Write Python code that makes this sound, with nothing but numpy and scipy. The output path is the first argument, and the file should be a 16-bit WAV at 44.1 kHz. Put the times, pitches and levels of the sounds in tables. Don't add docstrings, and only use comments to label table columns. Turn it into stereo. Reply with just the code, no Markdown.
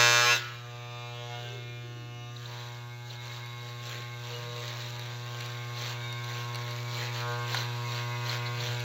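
import sys
import numpy as np
from scipy import signal
from scipy.fft import rfft, irfft
from scipy.io import wavfile
from scipy.ndimage import uniform_filter1d, map_coordinates

SR = 44100
rng = np.random.default_rng(int(sys.argv[2]) if len(sys.argv) > 2 else 0)


def file_out(sig):
    cols = np.atleast_2d(sig).T
    lim = np.clip(cols, -1, 1)
    pcm = np.round(lim * 32767).astype(np.int16)
    wavfile.write(sys.argv[1], SR, pcm)


N = 389844
TIME = np.arange(N) / SR
BINS = np.fft.rfftfreq(N, 1 / SR)
STROKE_HZ = 120.0
BACK_AT, BACK_KNOCK = .62, .45
STEEL_ABOVE_HZ = 2500


def amp(db):
    return 10 ** (np.asarray(db) / 20)


def unit(x):
    return x / np.sqrt(np.mean(abs(x) ** 2) + 1e-20)


def follow(rows, t):
    s, *columns = np.transpose(rows)
    return [np.interp(t, s, c) for c in columns]


def across(rows, hz):
    f, *columns = np.transpose(rows)
    return [np.interp(np.log(hz + 1e-3), np.log(f), c) for c in columns]


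def tint(x, colour):
    return unit(irfft(rfft(x) * amp(across(colour, BINS)[0]), N))


def drift(shape, size):
    x = rng.standard_normal(shape)
    for _ in range(2):
        x = uniform_filter1d(x, size, mode="wrap")
    return unit(x)


def arch(t, start, length):
    return abs(np.sin(np.pi * np.clip((t - start) / length, 0, 1)))


def add(mix, s, sound):
    part = mix[..., round(s * SR):][..., :sound.shape[-1]]
    part += sound[..., :part.shape[-1]]


# (time [s], hold [0-2])
HOLDS = [(.37, 0), (.55, 1), (2.3, 1), (2.5, 2)]


def holding(t):
    hold, = follow(HOLDS, t)
    return [np.maximum(1 - abs(hold - i), 0) for i in range(3)]


# (frequency [Hz], relative density [dB per Hz])
AIR_COLOUR = [(20, -16.5), (45, -9.5), (80, 3.5), (150, -4.5), (250, -13), (600, -9), (2000, -70),
              (6000, -13), (15000, -27)]


def still_air(level_db=-61.5):
    return amp(level_db) * tint(rng.standard_normal((2, N)), AIR_COLOUR)


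def room(x, t60=0.77, low_hz=1000, high_hz=3000):
    t = np.arange(SR // 2) / SR
    band = signal.butter(2, [low_hz, high_hz], "bandpass", fs=SR, output="sos")
    after_gap = t > .004
    tail = signal.sosfilt(band, rng.standard_normal(len(t)) * amp(-60 * t / t60) * after_gap)
    return signal.fftconvolve(x, tail / np.linalg.norm(tail))[:N]


# (frequency [Hz], side minus mid [dB])
PORT_SPREAD = [(120, -15.5), (360, -2.5), (600, 4.5), (1000, -16), (1400, -4.5), (2000, 0), (2750, 5.5),
               (4100, -4), (5200, 1), (6300, -2.5), (7500, 3), (9200, 56), (11400, -0.5), (13500, -34.5)]


def ports(direct, scattered, likeness):
    ratio, c = amp(across(PORT_SPREAD, BINS)[0]), np.clip(likeness, 0, 1)
    front = rfft(direct)
    side_wave = ratio * (c * port_lag(BINS) * front + np.sqrt(1 - c ** 2) * rfft(scattered))
    mid, side = irfft(np.array([front, side_wave]) / np.hypot(1, ratio), N)
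    return np.array([mid + side, mid - side])


def port_lag(hz, delay_s=.00016):
    return -1j * np.sign(np.sin(2 * np.pi * hz * delay_s))


# (time [s], level [dB], centre [Hz])
RUSH_PATH = [(1.15, -82, 480), (1.4, -59, 430), (1.55, -49.5, 395), (1.75, -58, 365), (1.93, -50, 345),
             (2.1, -60, 305), (2.3, -62, 275), (2.5, -80, 260)]


def rush(width_hz=60):
    level_db, hz = follow(RUSH_PATH, TIME)
    r = np.exp(-np.pi * width_hz / SR)
    noise = rng.standard_normal(N) + 1j * rng.standard_normal(N)
    fuzz = signal.lfilter([1], [1, -2 * r, r * r], noise)
    carrier = np.exp(2j * np.pi * np.cumsum(hz) / SR)
    return amp(level_db) * unit((fuzz * carrier).real)


# (time [s], peak [dB], centre [Hz], noise decay t60 [s])
FACE_BUMPS = [(4.002, -39, 230, .025), (7.5455, -17.5, 1350, .012), (7.549, -21, 1450, .014)]


def bumps():
    out, t = np.zeros(N), np.arange(4096) / SR
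    for s, peak_db, hz, t60 in FACE_BUMPS:
        band = signal.butter(2, [hz / 2, hz * 2], "bandpass", fs=SR, output="sos")
        knock = signal.sosfilt(band, rng.standard_normal(len(t)) * amp(-60 * t / t60))
        add(out, s, amp(peak_db) * knock / abs(knock).max())
    return out


# (time [s], frequency [Hz])
COMB_PITCH = [(2.4, 3900), (5.2, 3740), (6.4, 3760), (6.9, 4040), (8.84, 4170)]
# (time [s], peak [dB], length of the scrape [s])
TOOTH_TWANGS = [(2.359, -35, .014), (2.449, -36, .018), (3.095, -35, .025), (7.564, -24, .017),
                (8.293, -23, .009), (8.452, -32, .035), (8.601, -29, .01)]


def twangs(width_hz=520):
    out, t = np.zeros(N), np.arange(4096) / SR
    for s, peak_db, length in TOOTH_TWANGS:
        edges = follow(COMB_PITCH, s)[0] + np.array([-.5, .5]) * width_hz
        band = signal.butter(2, edges, "bandpass", fs=SR, output="sos")
        chirr = signal.sosfilt(band, rng.standard_normal(len(t)) * arch(t, 0, length))
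        add(out, s, amp(peak_db) * chirr / abs(chirr).max())
    return out


def comb_ring(x, width_hz=260, ring_db=1.0):
    turn = np.exp(2j * np.pi * np.cumsum(follow(COMB_PITCH, TIME)[0]) / SR)
    r = np.exp(-np.pi * width_hz / SR)
    ring = (turn * signal.lfilter([1 - r], [1, -r], x / turn)).real
    return amp(ring_db) * holding(TIME)[2] * ring


# (time [s], peak [dB])
HAIR_SNAPS = [(3.256, -33), (3.461, -35), (4.995, -29), (5.061, -32), (5.408, -24), (5.461, -29),
              (6.127, -26.5), (6.244, -28), (6.547, -25), (6.557, -23), (6.709, -28), (6.966, -44),
              (6.975, -32), (7.158, -40), (7.204, -31), (8.636, -34), (8.795, -28), (8.804, -28)]
# (frequency [Hz], relative level [dB], decay t60 [s])
BLADE_MODES = [(2283, -3.5, 0.029), (2774, -4.5, 0.063), (3790, 2, 0.014), (4092, 1, 0.032),
               (4464, -2, 0.039), (5870, -3.5, 0.022), (9360, -21, 0.006), (13050, -6.5, 0.005)]


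def snaps(tick=0.53, tick_s=0.00098, tick_hz=4500):
    out, t = np.zeros(N), np.arange(2048) / SR
    bright = signal.butter(2, tick_hz, "highpass", fs=SR, output="sos")
    for s, peak_db in HAIR_SNAPS:
        ring = np.zeros(len(t))
        for hz, db, t60 in BLADE_MODES:
            strike = rng.uniform(0.52, 1)
            ring += strike * amp(db - 60 * t / t60) * np.sin(2 * np.pi * hz * t)
        ring += tick * signal.sosfilt(bright, rng.standard_normal(len(t)) * np.exp(-t / tick_s))
        add(out, s, amp(peak_db) * ring / abs(ring).max())
    return out


def armature(sway=0.0025, jitter=.0009):
    t = np.arange(1100) / STROKE_HZ
    slip = sway * drift(len(t), size=40) + jitter * rng.standard_normal(len(t))
    return STROKE_HZ * TIME + np.interp(TIME, t, slip)


# (time [s], level [dB])
HUM_LEVEL = [(0, -33), (0.45, -41.5), (1.5, -38), (3.05, -40.5), (5.2, -37.5), (7.7, -33), (8.84, -33)]
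# (multiple of the stroke rate, relative level [dB], extra beside the ports [dB])
HUM_PARTIALS = [(1, 0, 0), (2, -21, 2), (3, -17, 9)]
# (time [s], level [dB])
WAVER_LEVEL = [(0, -67), (4.3, -67.5), (4.44, -53), (4.62, -65), (8.5, -63), (8.7, -42), (8.84, -69)]


def hum(turns, trim_db=-2.5, waver_hz=144.7, waver_depth=1.0, air_pan_db=2.3, air_lead_rad=0.9):
    near, in_air, _ = holding(TIME)
    toward = np.array([[.5], [-.5]]) * in_air
    tone = np.zeros((2, N))
    for k, db, near_db in HUM_PARTIALS:
        phase = 2 * np.pi * (k * turns + rng.random()) + toward * air_lead_rad
        tone += amp(db + near * near_db) * np.sin(phase)
    waver_phase = 2 * np.pi * (waver_hz * TIME + waver_depth * drift(N, size=6000))
    waver = amp(follow(WAVER_LEVEL, TIME)[0]) * np.sin(waver_phase)
    level = amp(follow(HUM_LEVEL, TIME)[0] + trim_db + toward * air_pan_db)
    return np.sqrt(2) * (level * tone + waver)


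# (time [s], buzz [dB], rasp of the free teeth [dB])
SWING_LEVELS = [(0, -17, -32.5), (0.22, -20, -35), (0.335, -21, -32.5), (.37, -31, -29.5),
                (0.41, -41.5, -40.5), (0.62, -47, -52.5), (1.05, -42.2, -55), (1.35, -41, -49),
                (1.53, -44.5, -49), (1.65, -46.5, -57), (2.25, -46.5, -59.5)]
# (time [s], level [dB])
GLIDE_LEVEL = [(2.9, -58.5), (3.6, -51.5), (5.2, -48), (8.84, -44.5)]
# (start [s], length [s], added gain at the middle [dB])
BEARD_PUSHES = [(2.303, 0.53, -48), (3.051, 0.13, -49), (3.184, 0.27, -47), (3.602, 0.14, -52.5),
                (3.792, 0.26, -43.5), (4.19, 0.29, -47), (4.493, 0.26, -44), (4.659, 0.33, -45.5),
                (4.935, 0.26, -54), (5.24, 0.37, -48.5), (5.746, 0.21, -38), (6.235, 0.24, -44.5),
                (6.45, 0.44, -51), (6.88, 0.23, -39.5), (7.115, 0.13, -41.5), (7.265, 0.089, -49),
                (7.46, 0.2, -36), (7.854, 0.18, -41.5), (8.233, 0.16, -38.5), (8.56, 0.22, -40.5)]


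def cutting_gain(free_trim_db=-0.5, push_shape=0.95):
    on_skin = holding(TIME)[2]
    free = amp(follow(SWING_LEVELS, TIME)[1] + free_trim_db)
    glide = amp(follow(GLIDE_LEVEL, TIME)[0])
    gain = (1 - on_skin) * free + on_skin * glide
    for start, length, db in BEARD_PUSHES:
        push = arch(np.arange(0, length, 1 / SR), 0, length) ** push_shape
        add(gain, start, amp(db) * push)
    return gain


STROKE_LANDS = [(.43, .62), (.77, .69), (.84, .67)]


def landing(k, t):
    at = np.where(k[:, None] * STROKE_HZ < STEEL_ABOVE_HZ, *np.transpose(STROKE_LANDS))
    return np.exp(-2j * np.pi * k[:, None] * at) @ np.sqrt(holding(t))


def bite(turns, length=.15, between=.36):
    def close(at):
        phase = turns - STROKE_LANDS[-1][-1] - at
        return np.exp(-(np.sin(np.pi * phase) / (np.pi * length)) ** 2)
    return between + close(0) + BACK_KNOCK * close(BACK_AT)


def pings(turns, per_s=170, spread_db=3.5, level_db=-7.0):
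    t, out = np.arange(2048) / SR, np.zeros(N)
    chance = unit(bite(turns)) * per_s / SR
    for hz, db, t60 in BLADE_MODES:
        sizes = amp(spread_db * np.minimum(rng.exponential(1, N), 3))
        plucks = (rng.random(N) < chance) * sizes
        mode = amp(db - 60 * t / t60) * np.sin(2 * np.pi * hz * t)
        out += signal.oaconvolve(plucks, mode)[:N]
    return amp(level_db) * cutting_gain() * holding(TIME)[2] * unit(out)


# (frequency [Hz], relative density [dB per Hz])
RASP_TINT = [(100, -19), (300, -16), (540, -1), (780, -11.5), (1140, -9.5), (1620, -5), (2600, -1.5),
             (3420, -1.5), (4020, -4), (4980, -9.5), (6660, -10), (9660, -14), (11800, -27.5), (15600, -21)]


def rasp(turns, hairs_per_s=1500, hair_spread_db=2.4, crackle=1.1, tuft_db=1.8):
    sizes = amp(hair_spread_db * np.minimum(rng.exponential(1, N), 4.5)) * rng.choice([-1, 1], N)
    hairs = unit(sizes * (rng.random(N) < hairs_per_s / SR))
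    rubbing = rng.standard_normal(N)
    z = signal.stft(bite(turns) * (rubbing + crackle * hairs), nperseg=256)[2]
    tufts = unit(uniform_filter1d(drift(z.shape, size=12), size=4, axis=0))
    teeth = signal.istft(z * amp(tuft_db * tufts), nperseg=256)[1][:N]
    teeth = tint(teeth, RASP_TINT)
    return cutting_gain() * unit(teeth + comb_ring(teeth))


# (time [s], echo delay [ms], echo strength [0-1])
SHOULDER_ECHO = [(.3, 0.36, 0.02), (.45, 0.7, 1), (.7, 0.77, 0.06), (1.05, 0.81, 0.34), (1.3, 0.46, 0.2),
                 (1.5, 0.65, 0.14), (1.7, 0.52, 0.36), (2.2, 0.82, 0.17), (2.5, 0.82, 0.31)]


def shoulder(hz, t):
    delay_ms, strength = follow(SHOULDER_ECHO, t)
    lag = np.exp(-2j * np.pi * np.outer(hz, delay_ms) / 1000)
    return (1 + strength * lag) / np.hypot(1, strength)


# (boom of the case [dB], knock [dB], ring of the blade [dB])
BUZZ_BALANCES = [(-13, -14.5, -16), (-14.5, -17, -15.5), (-16.5, -17, -16)]
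# (boom [dB], knock [dB], ring [dB])
HAIR_LOAD = (2.5, -0.5, -4)
# (start [s], length [s], more boom [dB], more knock [dB])
JAW_PRESSES = [(2.702, 1.0, -3.5, 0), (4.257, 0.47, 5.5, -1), (7.16, 0.32, 9.5, 0.5), (8.185, 0.93, 3, 0)]


def buzz_bands(t):
    shares = holding(t)
    level_db = (1 - shares[2]) * follow(SWING_LEVELS, t)[0] + shares[2] * follow(HUM_LEVEL, t)[0]
    load = np.minimum(sum(arch(t, start, length) for start, length, _ in BEARD_PUSHES), 1)
    bands = level_db + np.transpose(BUZZ_BALANCES) @ shares + np.outer(HAIR_LOAD, load)
    for start, length, *more_db in JAW_PRESSES:
        bands[:2] += np.outer(more_db, arch(t, start, length))
    return bands


# (beside the ports [dB], in the air [dB], on the skin [dB],
#  side minus mid beside the ports [dB], side minus mid further off [dB])
CASE_TONE = [(-5.5, 4, 0.5, 1, -1.5), (1, 3, -0.5, 4.5, -26), (-3, 4.5, -5.5, 10.5, -5.5),
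             (-2.5, 0, -0.5, 4, -9.5), (-3.4, -1.5, 1.4, -6, -12.5), (0.5, 3.5, 2, -17, -28),
             (-3, 3, -6.5, -9, -11), (1, -0.5, -9.5, -18, -11.5), (-1, 1.5, -5.5, -7, -1),
             (-3.5, -7, -2.5, -12, -4.5), (2, -1, -0.5, -6, -4), (-8, -3.5, -12, -9, -5.5),
             (-2, -9, -17, -24, 1), (-1, -3, -7, 3, 5.5), (-4.5, 2.5, -2, -5, -1.5),
             (-5.5, -6, -5.5, -2, 5), (1, 2, -15.5, -12, 0.5), (-0.5, 0.5, -2.5, 4, 7),
             (4.5, 5, -8, 3.5, 4), (-5, 1.5, -3, -2, 8), (5.5, 7, -8, 13.5, 4.5), (-8.5, -2, -36, -3, 5),
             (4.5, -3.5, -6, 8, 14), (-9, -3, -8, 5, -0.5), (-5, -4, -27, -2, 5),
             (-10, -2.5, -9.5, -18, -3), (-1, -2.5, -12, -10, -6.5), (0.5, -0.5, -10, -2.5, 0.5),
             (-7, -2, -8, -6, -5), (-1.5, -0.5, -19, -18, 0)]
# (frequency [Hz], beside the ports [dB], in the air [dB], on the skin [dB])
STEEL_TONE = [(3960, -9, -9, -9.5), (4340, -3.5, -8, -21), (4440, -3.5, -6, -10.5), (4560, -21, -15, -32.5),
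              (4680, -3, -11.5, -13), (4900, -18, -20, -19), (5170, -0.5, -11, -20), (5750, -15, -23, -14),
              (5350, -4, 1.5, -21.5), (5550, -13, -8, -13), (6270, -0.5, -12, -23.5),
              (6720, -11.5, -16.5, -15.5), (6900, -6, -17, -12), (7070, -11, -14, -26),
              (7150, -17.5, -27, -26), (7880, -4.5, -16, -13), (9120, -31, -26, -26),
              (10390, -3.5, -35, -26), (11600, -31, -59, -33.5), (13200, -23, -56, -28),
              (15360, -30, -32, -37)]
# (start [s], end [s], centre [Hz], Gaussian spread [Hz], mean change at the middle [dB])
GRIP_SWELLS = [(0.26, .39, 2520, 300, 8), (0.214, 0.314, 2160, 50, 5), (.68, .98, 2280, 50, 7),
               (.7, 1.607, 830, 168, 6.5), (.72, 1.12, 1200, 50, 1), (1.13, 1.546, 3170, 300, 10.5),
               (1.3, 1.62, 1560, 50, 16), (1.59, 1.884, 2400, 50, 16), (2.106, 2.605, 2880, 50, 13.5),
               (2.2, 5.4, 3900, 200, 7.5), (2.6, 4.447, 2160, 50.12, 3), (2.88, 3.259, 1100, 70, -8),
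               (3.1, 3.85, 2160, 50, 3.5), (4.23, 4.64, 480, 50.3, 7), (4.246, 4.72, 2880, 50, 13),
               (4.33, 4.385, 2880, 50, 14), (4.316, 4.624, 1100, 100, 5), (4.78, 5.084, 1080, 50, -12),
               (5.16, 5.455, 2160, 47.5, -14), (5.5, 5.72, 2280, 50, 8), (5.92, 6.266, 2280, 50.56, 12.5),
               (6, 6.223, 3720, 50, 13), (6.553, 7.158, 2260, 70, 14), (6.5, 8.846, 1020, 89.5, 1),
               (7.15, 7.462, 1400, 230, 9.5), (7.293, 9, 2560, 128.2, 4), (7.443, 8.84, 2020, 70.5, 11.5),
               (7.73, 7.85, 2160, 50, -14), (7.598, 8.295, 1100, 69.6, 0.5), (8.304, 9, 2140, 139, 3)]


def partial_levels(k, t, boom_hz=650, knock_hz=900, knock_top_hz=1700, ring_hz=2100, flutter=.3):
    hz = k * STROKE_HZ
    tones = np.array(across(STEEL_TONE, hz))
    tones[:, :len(CASE_TONE)] = np.transpose(CASE_TONE)[:len(tones)]
    level_db = tones.T @ holding(t)
    boom_db, knock_db, ring_db = buzz_bands(t)
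    low = np.interp(hz, [boom_hz, knock_hz], [1, 0])
    high = np.interp(hz, [knock_top_hz, ring_hz], [0, 1])
    level_db += np.outer(low, boom_db) + np.outer(1 - low - high, knock_db) + np.outer(high, ring_db)
    for start, end, sung_hz, width_hz, db in GRIP_SWELLS:
        resonance = np.exp(-((hz - sung_hz) / width_hz) ** 2 / 2)
        swell = np.sqrt(arch(t, start, end - start)) * (1 + flutter * drift(len(t), size=5))
        level_db += db * np.outer(resonance, swell)
    return level_db


# (centre [Hz], Gaussian spread [Hz], rms depth [dB])
SKIN_CHATTER = (2300, 350, 3.0)


def unrest(hz, t, wander_db=2.2):
    _, in_air, on_skin = holding(t)
    centre_hz, width_hz, depth_db = SKIN_CHATTER
    shape = len(hz), len(t)
    wander_share = np.outer(np.minimum(hz / STEEL_ABOVE_HZ, 1), in_air)
    chatter_share = np.outer(np.exp(-((hz - centre_hz) / width_hz) ** 2 / 2), on_skin)
    return wander_db * wander_share * drift(shape, size=16) + depth_db * chatter_share * drift(shape, size=3)


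def stroke_knock(k, size, ring_cycles=.1, clatter=0.24, clatter_above_hz=7500):
    cycle = np.arange(size) / size
    ring = unit(rfft(rng.standard_normal(size) * np.exp(-cycle / ring_cycles))[k])
    teeth = unit(rfft(rng.standard_normal(size))[k])
    knocks = ring * (1 + BACK_KNOCK * np.exp(-2j * np.pi * k * BACK_AT))
    return knocks + clatter * (1 + (k * STROKE_HZ / clatter_above_hz) ** 4) * teeth


# (start [s], length [s], depth [ratio])
HAND_SWEEPS = [(0.21, 0.5, 1), (0.2, .17, .6), (1.0, 0.62, 0.5)]


def buzz(turns, near_calm=0.65, steady_below_hz=1400, trim_db=0.0, size=2048, fade_depth=.37):
    t, k = np.arange(0, N / SR + .02, 1 / 100), np.arange(4, 133)
    hz, shape = k * STROKE_HZ, (len(k), len(t))
    knock = stroke_knock(k, size)
    flutter = np.interp(follow(HOLDS, t)[0], [0, 1, 2], [.13, .12, .24])
    near, reach = holding(t)[0], np.minimum(hz / steady_below_hz, 1)[:, None]
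    stir = sum(depth * arch(t, start, length) for start, length, depth in HAND_SWEEPS)
    depths = fade_depth * (1 - near_calm * near), flutter, stir
    steadiness = np.sqrt(1 + 2 * reach ** 2 * sum(d ** 2 for d in depths))
    spread_db = across(PORT_SPREAD, hz)[0][:, None] + np.zeros(shape)
    spread_db[:len(CASE_TONE)] = np.array(CASE_TONE)[:, -2:] @ [near, 1 - near]
    level = amp(partial_levels(k, t) + unrest(hz, t) + trim_db)
    level = level * shoulder(hz, t) * landing(k, t) / np.hypot(1, amp(spread_db))
    out = []
    for share in 1, amp(spread_db) * port_lag(hz)[:, None]:
        paths = np.zeros(shape, complex)
        for depth, n in zip(depths, (36, 4, 6)):
            paths += depth * (drift(shape, size=n) + 1j * drift(shape, size=n))
        partials = share * level * ((knock / abs(knock))[:, None] + reach * paths) / steadiness
        waves = irfft(np.pad(partials, ((k[0], 0), (0, 0))), size, axis=0) * size / np.sqrt(2)
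        out.append(map_coordinates(waves, [turns % 1 * size, TIME / t[1]], order=1, mode="grid-wrap"))
    return np.array(out)


def scene(direct_wet_db=-11, scattered_wet_db=-9, buzz_wet_db=-19):
    turns = armature()
    mid, side = buzz(turns)
    air = still_air()
    cutting, knocks = rasp(turns) + pings(turns), bumps() + twangs()
    direct = cutting + rush() + air[0]
    direct += amp(direct_wet_db) * room(cutting + knocks) + amp(buzz_wet_db) * room(mid)
    scattered = rasp(turns) + pings(turns) + air[1]
    scattered += amp(scattered_wet_db) * room(cutting) + amp(buzz_wet_db) * room(side)
    buzzing = np.array([mid + side, mid - side])
    return buzzing + ports(direct, scattered, likeness=0.35) + snaps() + knocks + hum(turns)


def record(dry, edge_hz=15850):
    lowpass = signal.firwin(801, edge_hz, window=("kaiser", 9), fs=SR)
    return signal.oaconvolve(dry, lowpass[None], "same")


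dry = scene()
out = record(dry)
file_out(out)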